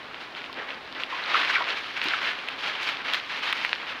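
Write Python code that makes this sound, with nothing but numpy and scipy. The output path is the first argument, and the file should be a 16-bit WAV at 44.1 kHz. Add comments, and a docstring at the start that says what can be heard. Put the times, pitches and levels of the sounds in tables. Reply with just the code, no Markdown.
"""A wild boar pushes through the undergrowth at night, close by.
Each shove or step crushes wet leaves and thin stems in a burst of tiny cracks.
Twigs snap, and its feet or snout make hollow squelches and thuds in the wet ground.
The bank and trees send back short echoes, over a faint steady hiss and hum."""
import sys
import numpy as np
from scipy import signal
from scipy.fft import rfft, irfft
from scipy.io import wavfile

SR = 44100
rng = np.random.default_rng(int(sys.argv[2]) if len(sys.argv) > 2 else 0)


def unload_wav(signal):
    """Save mono or channel-first audio to the path in sys.argv[1] as 16-bit WAV at rate SR, clipped to [-1, 1]."""
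    wavfile.write(
        sys.argv[1],
        SR,
        np.round(np.clip(np.atleast_2d(signal).T, -1, 1) * 32767).astype(np.int16),
    )


N = 176400
TIME = np.arange(N) / SR

# Tone of the night's hiss: f/Hz, relative level/dB
HISS_SPECTRUM = [(25, -16), (60, -9.5), (120, -6.5), (270, -0.5), (1000, 3), (1600, 1.5), (3000, -2),
                 (4000, -7.5), (5000, -14.5), (6300, -25), (8000, -34), (12000, -37.5), (16000, -42)]
# Squelches and thuds: t/s, level/dB, f/Hz, decay time/s
SQUELCHES = [(0.495, -35.5, 1080, 0.0035), (1.123, -30, 1050, 0.019), (1.344, -17, 1253, 0.012),
             (1.496, -24.5, 1570, 0.0088), (1.548, -22, 2210, 0.017), (1.558, -22.5, 1490, 0.012),
             (1.578, -26, 1220, 0.021), (1.602, -27.5, 993, 0.014), (1.602, -34.5, 693, 0.016),
             (1.618, -24, 1140, 0.0075), (2.054, -34, 301, 0.008), (2.068, -33, 303, 0.0042),
             (2.135, -21, 1357, 0.005)]
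# Snapping twigs: t/s, peak level/dB, f/Hz, band width/ratio to f, bright edge/dB relative to the peak
TWIG_SNAPS = [(0.1447, -23, 2660, 1.24, -46), (0.3502, -22, 2300, 1.45, -37), (0.4182, -28, 2940, 1.6, -36),
              (0.442, -22, 2700, 1.4, -34), (.5289, -25, 3780, 1.4, -26), (0.705, -19, 2680, 1.31, -47),
              (0.9261, -26, 4700, 1.37, -29), (1.0355, -12.5, 2580, 1.3, -30),
              (1.239, -23.5, 3900, 1.09, -31), (1.4493, -11.5, 2600, 1.7, -39),
              (1.557, -13.5, 1990, 1.15, -33), (2.0162, -10, 2530, 1.56, -45), (2.041, -16, 3500, 2.2, -20),
              (2.0854, -12, 3700, 1.4, -32), (2.136, -11, 1590, 1.33, -42), (2.4864, -15.5, 2360, 1.3, -26),
              (2.7523, -19, 2900, 1.12, -32), (2.890, -12, 2240, 1.31, -27), (3.1363, -6, 2600, 1.54, -26),
              (3.1456, -11, 2670, 3.5, -25), (3.527, -7, 2500, 1.43, -28), (3.5305, -9.5, 1680, 1.55, -34),
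              (3.649, -7.5, 1750, 1.34, -34), (3.694, -16, 2300, 2.3, -40), (3.7305, -5, 1800, 1.95, -54)]
# Tone of crushed leaves: f/Hz, relative level/dB
LEAF_SPECTRUM = [(100, -32), (280, -13), (800, -5.5), (1300, 0.5), (2000, 1), (2800, 0), (4000, -7.5),
                 (5000, -16), (6300, -26.5), (8000, -39.5), (12000, -42.5), (16000, -51)]
# The boar's shoves and steps in the leaves: t/s, length/s, relative level/dB, brightness/(dB per octave)
SHOVES = [(0.0, 0.017, -43, -4), (0.136, 0.015, -39.5, -2), (0.203, 0.018, -39.5, 2.5),
          (0.361, 0.014, -33, 0), (0.44, 0.017, -44, 3.5), (0.56, 0.067, -34.5, -4.5),
          (0.68, 0.05, -36, -1), (0.837, 0.027, -47, -1), (0.95, 0.037, -35.5, -2),
          (0.994, 0.014, -31, 0.5), (1.096, 0.22, -32, -0.5), (1.276, 0.049, -27, -0.5),
          (1.335, 0.086, -23.5, 0), (1.442, 0.11, -28.5, 1), (1.484, 0.029, -25.5, 0.5),
          (1.535, 0.055, -31, 0), (1.585, 0.089, -31.5, -1.5), (1.672, 0.05, -27.5, -0.5),
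          (1.757, 0.023, -30.5, 1.5), (1.82, 0.16, -37.5, 2), (1.962, 0.014, -29.5, 0),
          (2.013, 0.043, -29, 1.5), (2.051, 0.12, -27.5, 0.5), (2.21, 0.081, -26, 0),
          (2.312, 0.17, -36.5, 0), (2.477, 0.065, -35.5, -0.5), (2.582, 0.06, -33.5, 2),
          (2.631, 0.05, -30, -1), (2.665, 0.02, -26, 1.6), (2.735, 0.088, -32.5, -0.5),
          (2.816, 0.017, -33, 5), (2.857, 0.035, -26.5, 1.5), (2.915, 0.1, -36.5, -1),
          (3.045, 0.1, -29.5, 0.5), (3.132, 0.024, -26.5, 1.5), (3.23, 0.075, -39.5, 2),
          (3.292, 0.099, -31.5, 1), (3.423, 0.08, -27, 1), (3.543, 0.11, -31, 1.5),
          (3.669, 0.089, -37, 2.5), (3.781, 0.1, -37, -0.5), (3.877, 0.027, -31, 0),
          (3.945, 0.049, -39.5, -2)]

LEAF_MID_HZ = 1800   # a shove's brightness tilts its tone around this pitch


def from_db(db):
    """Turn decibels into a number to multiply by."""
    return 10 ** (np.asarray(db) / 20)


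def unit_rms(x):
    """Scale a signal so that its average size (rms) is 1."""
    return x / np.sqrt(np.mean(x ** 2) + 1e-20)


def band(x, hz, ratio, order=2):
    """Keep the pitches between hz / ratio and hz * ratio."""
    edges = [hz / ratio, min(hz * ratio, .47 * SR)]
    return signal.sosfilt(signal.butter(order, edges, "band", fs=SR, output="sos"), x + 1e-18)


def dull(x, cutoff_hz=4700):
    """Take the treble off a crack while keeping it short."""
    return np.convolve(x, signal.firwin(41, cutoff_hz, window="blackman", fs=SR), "same")


def coloured(noise, spectrum):
    """Give a noise the tone listed in a table, at an average size of 1."""
    hz, db = np.transpose(spectrum)
    bin_hz = np.fft.rfftfreq(N, 1 / SR)
    bin_db = np.interp(np.log(bin_hz + 1), np.log(hz), db)
    return unit_rms(irfft(rfft(noise) * from_db(bin_db), N))


def drift(rate_hz):
    """A smooth random wobble of size about 1, worked out every 40 samples."""
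    pole = np.exp(-2 * np.pi * rate_hz * 40 / SR)
    noise = rng.standard_normal(N // 40 + 2002)
    wobble = signal.lfilter([1], [1, -2 * pole, pole * pole], noise)[2000:]
    return np.interp(np.arange(N) / 40, np.arange(len(wobble)), unit_rms(wobble))


def clicks(per_s, spread_db):
    """Tiny clicks of uneven size at random moments."""
    sizes = from_db(spread_db * np.minimum(rng.exponential(1, N), 4))
    signs = rng.choice([-1, 1], N)
    return sizes * signs * (rng.random(N) < per_s / SR)


def night():
    """A steady hiss and a faint wavering hum, both made of noise."""
    hiss = coloured(rng.standard_normal(N), HISS_SPECTRUM)
    hum = unit_rms(band(rng.standard_normal(N), hz=266.1, ratio=1.02))
    return from_db(-42) * hiss + from_db(-61.5) * hum


def echoes(sound, level_db=-14, fade_s=0.38):
    """The bank and trunks send back many weak echoes, which fall by 60 dB in fade_s."""
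    t = TIME[:SR // 2]
    tail = rng.standard_normal(len(t)) * from_db(-60 * t / fade_s)
    return from_db(level_db) * signal.fftconvolve(sound, tail / np.linalg.norm(tail))[:N]


def squelches(attack_s=0.0043):
    """Each push of a foot or the snout makes a hollow in the wet ground ring briefly."""
    out, t = np.zeros(N + SR), TIME[:SR // 5]
    for start, db, hz, decay_s in SQUELCHES:
        shape = np.minimum(t / attack_s, 1) * np.exp(-np.maximum(t - attack_s, 0) / decay_s)
        ring = band(rng.standard_normal(2 * len(t)), hz, ratio=1.09)[len(t):]
        i = int(start * SR)
        out[i:i + len(t)] += from_db(db) * unit_rms(ring * shape) * np.sqrt(np.mean(shape ** 2))
    return out[:N]


def twigs(splinter_db=-21.5, splinter_s=0.0016, edge_s=0.0026, edge_top_hz=8700):
    """A twig snaps in one dry pulse with a bright edge, and its fibres tear just after."""
    out, t = np.zeros(N + SR), TIME[:SR // 20]
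    soften = signal.butter(1, edge_top_hz, fs=SR, output="sos")
    lead = 20   # samples of room, as dull() spreads the pulse both ways
    for start, db, hz, width, edge_db in TWIG_SNAPS:
        splinters, edge_noise = rng.standard_normal((2, len(t)))
        force = (t == 0) + from_db(splinter_db) * splinters * np.exp(-t / splinter_s)
        body = dull(np.pad(band(force, hz, width), (lead, 0)))[:len(t)]
        edge = from_db(edge_db) * signal.sosfilt(soften, edge_noise) * np.exp(-t / edge_s)
        i = int(start * SR) - lead
        out[i:i + len(t)] += from_db(db) * (body / np.abs(body).max() + edge)
    return out[:N]


def crushing(hz, attack_s=0.021, release_s=0.04):
    """How strong the rustle is at one pitch: each shove swells, holds and dies away."""
    t, power = TIME[::32], 0
    octaves = np.clip(np.log2(hz / LEAF_MID_HZ), -2, 2)
    for start, length, db, brightness in SHOVES:
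        swell = np.clip((t - start) / attack_s + .5, 0, 1)
        fade = np.exp(-np.maximum(t - start - length, 0) / release_s)
        power = power + (swell * fade * from_db(db + brightness * octaves)) ** 2
    return np.interp(TIME, t, np.sqrt(power))


def stems(cracks_per_s=260):
    """Thin stems of three sizes crack under each shove and keep ticking in between."""
    cracks = sum(band(clicks(cracks_per_s / 3, spread_db=4), hz, ratio=1.58) for hz in (1700, 2600, 3600))
    strength = crushing(LEAF_MID_HZ) + from_db(-39.5)   # the added part never stops
    return from_db(-14) * unit_rms(dull(cracks)) * strength


def leaves(flicker_db=1):
    """Wet leaves crush in thousands of tiny cracks; each half-octave band flickers under the shoves."""
    centres_hz = np.geomspace(90, 14000, 16)
    ratio = np.sqrt(centres_hz[1] / centres_hz[0])
    crackles = [coloured(clicks(per_s=5000, spread_db=1.5), LEAF_SPECTRUM) for _ in range(2)]
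    shared_wobble, out = drift(rate_hz=56), 0
    for k, hz in enumerate(centres_hz):
        crackle = band(crackles[k % 2], hz, ratio, order=3)   # next-door bands get different clicks
        flicker = from_db(flicker_db * (shared_wobble + drift(rate_hz=51)))
        out = out + crackle * crushing(hz) * flicker
    return from_db(-2) * out


def scene():
    """The boar in the undergrowth, its echoes and the night, in one channel."""
    boar = leaves() + stems() + twigs() + squelches()
    return (boar + echoes(boar) + night())[None]


def record(dry):
    """Cut away the very highest treble, above 15900 Hz."""
    return signal.sosfilt(signal.ellip(10, .1, 60, 15900, fs=SR, output="sos"), dry)


dry = scene()
out = record(dry)
unload_wav(out)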